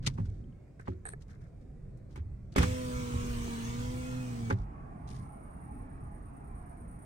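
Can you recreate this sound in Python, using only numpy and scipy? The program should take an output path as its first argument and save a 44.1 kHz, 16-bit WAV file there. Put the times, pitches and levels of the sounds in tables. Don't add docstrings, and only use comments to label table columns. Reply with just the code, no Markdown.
import sys
import numpy as np
from scipy import signal
from scipy.fft import rfft, irfft
from scipy.io import wavfile
from scipy.ndimage import uniform_filter1d

SR = 44100
rng = np.random.default_rng(int(sys.argv[2]) if len(sys.argv) > 2 else 0)


def to_wav(sig):
    pcm = np.clip(np.atleast_2d(sig), -1, 1) * 32767
    pcm = np.round(pcm).astype(np.int16)
    wavfile.write(sys.argv[1], SR, pcm.T)


N = 310905
T = np.arange(N) / SR

# frequency in Hz, level of left over right in dB.
LEFT_RIGHT_LEAN = [(60, -2), (250, 0), (650, -4), (1300, -2), (2400, -2.5), (4400, 3), (8100, -0.5),
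                   (15000, 0)]
# frequency in Hz, correlation from 0 to 1.
LIKENESS = [(60, 1), (150, 0.92), (280, 0.64), (480, 0.27), (900, 0.54), (2000, 0.42), (4000, 0.053),
            (8000, 0.27), (13000, 1)]
# frequency in Hz, lead of the left microphone in radians.
DOOR_PHASE = [(0, 0), (90, -.15), (240, -.85), (390, -1.1), (500, -1.7), (620, -2.6), (1000, -2.4),
              (1720, -2.7), (3360, -6.4), (9730, -21.5), (16500, -32)]
OUTSIDE_PHASE = [(0, 0), (390, -.3), (520, -2.8), (1000, -3.1), (2580, -5.1), (6460, -5.8), (8440, 0),
                 (16500, -12.6)]
CABIN_PHASE = [(0, 0), (SR, 0)]
EDGE_HZ = 15900

# time in seconds, level in dB (only its changes count).
RUMBLE_LEVEL = [(0, -40), (0.299, -43.5), (0.602, -52.5), (2.299, -49), (2.83, -43.5), (3.701, -42),
                (4.199, -46.5), (6.2, -49.5), (7.05, -50)]
# frequency in Hz, relative level in dB.
RUMBLE_COLOUR = [(18, -33.5), (32, -22.5), (48, 6.5), (75, -7.5), (120, -4.5), (200, -15), (300, -21.5),
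                 (450, -26.5), (750, -37.5), (900, -45.5), (2400, -52), (2900, -62.5), (9000, -63),
                 (10500, -76)]
RUMBLE_DB, RUMBLE_CORNER_HZ = -43.5, 450

# time in seconds, level in dB.
OUTSIDE_LEVEL = [(2.7, -66), (3.3, -56), (4.5, -49.5), (7.05, -52)]
# frequency in Hz, relative level in dB.
OUTSIDE_COLOUR = [(150, -2.5), (260, -1), (330, -11.5), (560, -19), (660, -6.5), (790, -9), (830, -1.5),
                  (870, -12.5), (1080, -11), (1200, -12.5), (1500, -19.5), (2400, -29.5), (3200, -47.5),
                  (7500, -99), (10000, -77)]

# time in seconds, level in dB.
CHORUS_LEVEL = [(4.55, -90), (4.95, -84), (5.05, -77), (5.8, -81), (5.9, -93), (6.5, -91), (7.05, -80)]
# start in seconds, chirp gap in seconds, first chirp in dB, growth in dB per chirp.
PHRASES = [(5.08, .1045, -70, 0), (5.781, .1095, -72.5, 0.6)]
CHIRP_COUNTS, CHIRP_SCATTER_DB = (7, 12), .8
STROKE_GAP_S, STROKE_RISE_S, STROKES_DB = .032, .011, [-1, 0, -7]
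# frequency in Hz, relative level in dB.
WING_COLOUR = [(7000, -34), (8000, -19), (8500, -7), (9000, -1), (9450, 0), (9900, -5), (10300, -17),
               (11300, -16), (13000, -30)]

# start in seconds, level in dB, pitch in Hz.
TICKS = [(.441, -62, 3150), (.525, -66, 3000), (.679, -57, 1800), (.967, -61, 1700), (5.116, -50, 2400)]
TICK_T60 = .016

# start in seconds, length in seconds, hiss level in dB,
# hiss centre in Hz, trim resonance level in dB.
RUBS = [(0.024, 0.084, -55.5, 3280, -57.5), (0.063, 0.012, -25.5, 3650, -41.5),
        (0.083, 0.33, -72.5, 4780, -76), (0.174, 0.043, -55, 870, -70), (0.253, 0.016, -62.5, 4200, -64),
        (0.792, 0.033, -68.5, 6200, -55), (0.849, 0.093, -69, 3020, -63), (0.873, 0.018, -47, 920, -66),
        (1.203, 0.037, -67.5, 4770, -73), (1.277, 0.085, -70, 4850, -63.5),
        (1.403, 0.078, -75, 5050, -67.5), (1.608, 0.026, -77.5, 4560, -72),
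        (1.972, 0.013, -70.5, 7710, -97), (2.092, 0.091, -74, 4400, -76),
        (2.153, 0.046, -60.5, 1850, -56.5), (2.52, 0.019, -59, 4130, -65), (2.549, 0.05, -49.5, 1513, -58),
        (2.613, 0.033, -42, 2830, -45.5), (4.505, 0.019, -46, 2560, -33.5),
        (4.546, 0.093, -69.5, 4150, -87), (5.066, 0.13, -60, 4630, -86), (5.193, 0.086, -73.5, 5000, -87)]
HISS_OCTAVES, TRIM_HZ, TRIM_OCTAVES = 0.85, 1490, 0.4
# start in seconds, length in seconds, level in dB.
SCRAPES = [(1.059, 0.055, -45.5), (1.118, 0.016, -53)]
# frequency in Hz, relative level in dB.
SCRAPE_COLOUR = [(700, -1), (1300, -7), (1750, 1), (2400, -10), (3000, -20), (4000, -8), (5200, -22),
                 (6300, -15), (7500, -23), (8200, 7.5), (10200, -3.5), (11500, -30)]

# start in seconds, level in dB, brightness in dB an octave.
SNAPS = [(0.796, -47, -6), (1.0535, -33.5, -.5), (1.06, -39, -3), (1.066, -51, 5), (1.0715, -39, -1.5),
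         (1.085, -57, 6), (1.1345, -39, -5)]
# frequency in Hz, relative level in dB, 60 dB decay time in seconds.
SWITCH_MODES = [(430, -11, .05), (720, -7, .03), (1300, -7, .03), (1700, 0, .035), (2150, -8, .02),
                (4000, -17, .012), (8300, 1, .012), (10200, -6, .01)]

# start in seconds, crack level in dB, panel level in dB,
# boom level in dB (relative), boom centre in Hz, 60 dB decay time of the boom in seconds.
KNOCKS = [(.071, -36.5, -39, -19.5, 127, 0.071), (.184, -58, -40, -29.5, 188.7, 0.17),
          (.198, -72, -49.5, -28.5, 92.5, 0.46), (0.88, -54, -34.5, -32.5, 87.5, 0.36),
          (.883, -76, -41, -42.5, 375, 0.28), (2.158, -48.5, -54, -64, 89.5, .2),
          (2.176, -65, -48, -34.5, 86.8, 0.57), (2.561, -28, -28, -30, 167, 0.51),
          (2.582, -25.5, -30.5, -22, 74.5, 0.25), (2.629, -27, -31.5, -24, 88.6, 0.45),
          (3.138, -62, -40.5, -29.5, 85.6, 0.34), (3.478, -70, -45, -38.5, 370, 0.087),
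          (4.5, -38, -35.5, -50, 128.2, 0.12), (4.509, -65, -27, -46, 128, 0.12),
          (4.525, -46.5, -37.5, -24.5, 105, 0.23), (4.593, -79, -70, -30.5, 51.4, 0.35)]
# frequency in Hz, relative level in dB, 60 dB decay time in seconds.
PANEL_MODES = [(189.6, -3.5, 0.23), (266.8, -1, 0.17), (295, 11, 0.013), (386, -5, 0.13),
               (535, -3.5, 0.057), (862, 4.5, 0.031), (1173, 6.5, 0.014), (2420, -19.5, 0.042)]
CABIN_HZ = [48, 67.5, 78.5, 100.7, 110, 127.8, 172.6, 214, 327, 370]
# frequency in Hz, relative level in dB.
CRACK_COLOUR = [(400, -20.5), (750, -18), (1000, 8.5), (1500, -5), (2000, 3.5), (2700, -6.5), (4200, -11.5),
                (6300, -11.5), (9000, -16), (11000, -22), (16000, -31)]
CRACK_T60, BOOM_TRIM_DB = 0.073, 5.5

# time in seconds, level in dB once the jerk is over.
SLIDE_LEVEL = [(2.681, -40.5), (2.8, -45.5), (3.5, -44.5), (3.8, -46), (4.049, -48.5), (4.451, -52),
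               (4.512, -51.5)]
# frequency in Hz, relative level in dB.
SLIDE_COLOUR = [(150, -2), (350, 9), (520, -4.5), (780, -2.5), (1000, -1.5), (1500, -2), (2200, -3.5),
                (3200, -7), (4500, -12.5), (6500, -10.5), (9200, -14), (10500, -25.5), (16000, -23.5)]
JERK_S, JERK_DB, JERK_FADE_S, JERK_TILT_DB, SLIDE_TILT_DB = 2.56, 6.5, 0.067, -4.5, 2

# time in seconds, turns in Hz.
SPEED = [(2.599, 118), (2.674, 126.1), (2.74, 126.8), (2.827, 125.9), (3.121, 119.9), (3.251, 121.1),
         (3.603, 115.1), (3.72, 117.6), (3.881, 124.2), (4.131, 126.3), (4.249, 126.5), (4.362, 117.6),
         (4.51, 114)]
FREE_HZ, SURGE_S, INERTIA_S = 133.8, 0.028, .1
MAIN_ORDERS = (1, 2, 4)
# level in dB, change in dB per Hz of slowing, drift in dB a second,
# start surge in dB, waver in dB.
ORDER_LAWS = [(-51.5, 0.3661, 3, 31.5, 2.5), (-41.5, 0.07, -0.4, 0.5, 0.75), (-36, -0.62, -5.5, 12.5, 0.9)]
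# multiple of shaft speed, relative level in dB, loudest moment in seconds, spread in seconds.
UPPER_ORDERS = [(5, -53, 2.8, .15), (8, -55, 2.95, .2), (8, -53, 3.65, .2), (10, -53.5, 3.1, .35),
                (10, -53, 3.75, .06), (9, -54, 3.15, .25), (11, -53.5, 4.08, .13), (11, -54, 3.1, .2),
                (20, -60, 3.1, .11), (20, -59, 3.48, .1), (20, -59, 4.14, .1), (20, -54, 4.48, .04)]
UPPER_TRIM_DB = -2.5
# multiple of shaft speed, level in dB at free speed, loss in dB per Hz of slowing.
FREE_ORDERS = [(8, -54, 1.2), (9, -59, 1.2)]


def amp(db):
    return 10 ** (np.asarray(db) / 20)


def evened(x):
    return x / np.sqrt(np.mean(x ** 2) + 1e-20)


def read(points, hz):
    f, value = np.transpose(points)
    return np.interp(np.log(hz + 1), np.log(f + 1), value)


def add(mix, s, sound):
    part = mix[..., round(s * SR):][..., :sound.shape[-1]]
    part += sound[..., :part.shape[-1]]


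def wander(hz, size=N):
    span = max(int(SR / hz), 2)
    once = uniform_filter1d(rng.standard_normal(size), span)
    return evened(uniform_filter1d(once, span))


def level(rows):
    s, db = np.transpose(rows)[:2]
    return amp(np.interp(T, s, db, left=-200))


def pair(hz, phase):
    lean = amp(read(LEFT_RIGHT_LEAN, hz) / 2) * np.exp(.5j * np.interp(hz, *np.transpose(phase)))
    return np.array([lean, 1 / lean])


def placed(x, phase):
    return irfft(rfft(x) * pair(np.fft.rfftfreq(N, 1 / SR), phase), N)


def hiss(colour_db, phase, patchy_db, size=1024):
    frames, hz = N * 4 // size + 5, np.fft.rfftfreq(size, 1 / SR)[:, None]
    a, b, c, d, patches = rng.standard_normal((frames, len(hz), 5)).T
    patches = uniform_filter1d(patches, size=4, axis=0)
    patches = evened(uniform_filter1d(patches, size=14, axis=1))
    same = np.clip(read(LIKENESS, hz), 0, 1)
    left = a + 1j * b
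    right = same * left + np.sqrt(1 - same ** 2) * (c + 1j * d)
    spectra = np.array([left, right]) * pair(hz, phase)
    spectra *= amp(colour_db(hz, np.arange(frames) * size / 4 / SR) + patchy_db * patches)
    return evened(signal.istft(spectra, nperseg=size, noverlap=size * 3 // 4)[1][:, :N])


def rumble():
    s, db = np.transpose(RUMBLE_LEVEL)

    def colour(hz, t):
        follows = 1 / (1 + (hz / RUMBLE_CORNER_HZ) ** 2)
        return read(RUMBLE_COLOUR, hz) + follows * (np.interp(t, s, db) - np.median(db))

    return amp(RUMBLE_DB) * hiss(colour, CABIN_PHASE, patchy_db=2.5, size=2048)


def outside():
    wash = hiss(lambda hz, t: read(OUTSIDE_COLOUR, hz), OUTSIDE_PHASE, patchy_db=3.0, size=2048)
    return wash * level(OUTSIDE_LEVEL)


def cricket():
    strokes = level(CHORUS_LEVEL) * amp(1.4 * wander(39))
    for (start, gap, db, growth_db), count in zip(PHRASES, CHIRP_COUNTS):
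        for n, chance in enumerate(rng.standard_normal(count)):
            chirp_db = db + n * growth_db + CHIRP_SCATTER_DB * chance
            for k, stroke_db in enumerate(STROKES_DB):
                u = np.maximum(T - start - n * gap - k * STROKE_GAP_S, 0) / STROKE_RISE_S
                strokes += amp(chirp_db + stroke_db) * u * np.exp(1 - u)
    return hiss(lambda hz, t: read(WING_COLOUR, hz), OUTSIDE_PHASE, patchy_db=1.5, size=256) * strokes


def ticks():
    out, t = np.zeros(N), T[:SR // 20]
    for s, db, hz in TICKS:
        decay = amp(db - 60 * t / TICK_T60)
        add(out, s, decay * np.sin(2 * np.pi * hz * t) * (1 - np.exp(-t / 0.00053)))
    return placed(out, DOOR_PHASE)


def stroke(length, db, band):
    t = T[:int((length + .06) * SR)]
    hz = np.fft.rfftfreq(len(t), 1 / SR)
    a, b = rng.standard_normal((2, SR // 2))[:, :len(t)]
    both = [a, 0.18 * a + 0.71 * b]
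    noise = evened(irfft(rfft(both) * band(hz) * pair(hz, DOOR_PHASE), len(t)))
    grain = amp(4 * wander(250, size=SR // 2)[:len(t)])
    attack = np.clip(t / (.15 * length), 0, 1)
    fade = amp(-8 * t / length - 900 * np.maximum(t - length, 0))
    return amp(db) * noise * evened(grain) * attack * fade


def bell(centre_hz, octaves):
    def band(hz):
        away = np.log2(hz / centre_hz + 1e-3) / octaves
        return np.exp(-.5 * away ** 2) / (1 + (hz / 11500) ** 6)
    return band


def rubs():
    out = np.zeros((2, N))
    for s, length, hiss_db, centre_hz, trim_db in RUBS:
        rub = stroke(length, hiss_db, bell(centre_hz, HISS_OCTAVES))
        trim = stroke(length, trim_db, bell(TRIM_HZ, TRIM_OCTAVES))
        add(out, s, rub + trim)
    for s, length, db in SCRAPES:
        add(out, s, stroke(length, db, lambda hz: amp(read(SCRAPE_COLOUR, hz))))
    return out


def switch():
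    out, t = np.zeros(N), T[:SR // 10]
    detunes = rng.uniform(-1, 1, (len(SNAPS), len(SWITCH_MODES)))
    for (s, db, tilt_db), detune in zip(SNAPS, detunes):
        ring = np.zeros(len(t))
        for (hz, mode_db, t60), d in zip(SWITCH_MODES, detune):
            strength_db = mode_db + tilt_db * np.log2(hz / 1700) + 2 * d
            ring += amp(strength_db - 60 * t / t60) * np.sin(2 * np.pi * hz * (1 + .05 * d) * t)
        add(out, s, amp(db) * ring * (1 - np.exp(-(t / .0006) ** 2)))
    return placed(out, DOOR_PHASE) * amp([[-1.5], [1.5]])


def knocks():
    crack = hiss(lambda hz, t: read(CRACK_COLOUR, hz), DOOR_PHASE, patchy_db=2.5, size=256)
    out, body, t = np.zeros((2, N)), np.zeros(N), T[:SR // 2]
    turns = rng.random((len(KNOCKS), len(PANEL_MODES) + len(CABIN_HZ)))
    for (s, crack_db, panel_db, boom_db, boom_hz, boom_t60), phases in zip(KNOCKS, turns):
        noise = crack[:, round(s * SR):][:, :len(t)]
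        add(out, s, noise * amp(crack_db - 60 * t / CRACK_T60) * (1 - np.exp(-t / 0.0004)))

        ring = np.zeros(len(t))
        for (hz, db, t60), p in zip(PANEL_MODES, phases):
            ring += amp(db - 60 * t / t60) * np.sin(2 * np.pi * (hz * t + p))
        add(body, s, amp(panel_db) * ring * (1 - np.exp(-(t / .001) ** 2)))

        boom = np.zeros(len(t))
        for hz, p in zip(CABIN_HZ, phases[::-1]):
            nearness = np.exp(-.5 * (np.log2(hz / boom_hz) / .18) ** 2)
            boom += nearness * np.sin(2 * np.pi * (hz * t + .3 * p))
        decay = amp(boom_db + BOOM_TRIM_DB - 60 * t / boom_t60)
        add(body, s, decay * boom * (1 - np.exp(-t / 0.011)))
    return out + placed(body, DOOR_PHASE)


def slide():
    s, db = np.transpose(SLIDE_LEVEL)

    def jerk(t):
        return np.clip((s[0] - t) / JERK_FADE_S, 0, 1)

    def colour(hz, t):
        tilt_db = SLIDE_TILT_DB + JERK_TILT_DB * jerk(t)
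        return read(SLIDE_COLOUR, hz) + tilt_db * np.log2(hz / 3000 + 0.096)

    moving = (T > JERK_S) * np.clip((s[-1] - T) / 0.018, 0, 1)
    friction = hiss(colour, DOOR_PHASE, patchy_db=3.0)
    return friction * amp(np.interp(T, s, db) + JERK_DB * jerk(T) + 0.47 * wander(250)) * moving


def motor():
    s, hz = np.transpose(SPEED)
    speed = uniform_filter1d(np.interp(T, s, hz), size=round(INERTIA_S * SR))
    since = np.maximum(T - s[0], 0)
    slowing = FREE_HZ - speed
    turns = np.cumsum(speed * (1 + 0.00336 * wander(19.7))) / SR
    hum = np.zeros(N)
    for k, (db, load_db, drift_db, surge_db, waver_db) in zip(MAIN_ORDERS, ORDER_LAWS):
        strength_db = db + load_db * slowing + drift_db * since + surge_db * np.exp(-since / SURGE_S)
        hum += amp(strength_db + waver_db * wander(14)) * np.sin(2 * np.pi * (k * turns + rng.random()))
    for k, db, at, spread in UPPER_ORDERS:
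        swell = amp(db + UPPER_TRIM_DB + 2.8 * wander(30)) * np.exp(-.5 * ((T - at) / spread) ** 2)
        hum += swell * np.sin(2 * np.pi * (k * turns + .07 * wander(30)))
    for k, db, load_db in FREE_ORDERS:
        strength = amp(db - load_db * slowing + 3.2 * wander(30))
        hum += strength * np.sin(2 * np.pi * (k * turns + .07 * wander(30)))
    running = np.clip((T - s[0]) / 0.0064, 0, 1) * np.clip((s[-1] - T) / 0.0029, 0, 1)
    return placed(np.sqrt(2) * hum * running, DOOR_PHASE)


def scene():
    background = rumble() + outside() + cricket()
    hands = ticks() + rubs() + switch() + knocks()
    window = slide() + motor()
    return background + hands + window


def record(dry):
    low_pass = signal.firwin(511, EDGE_HZ, window=("kaiser", 9), fs=SR)
    return signal.oaconvolve(dry, low_pass[None], "same")


dry = scene()
out = record(dry)
to_wav(out)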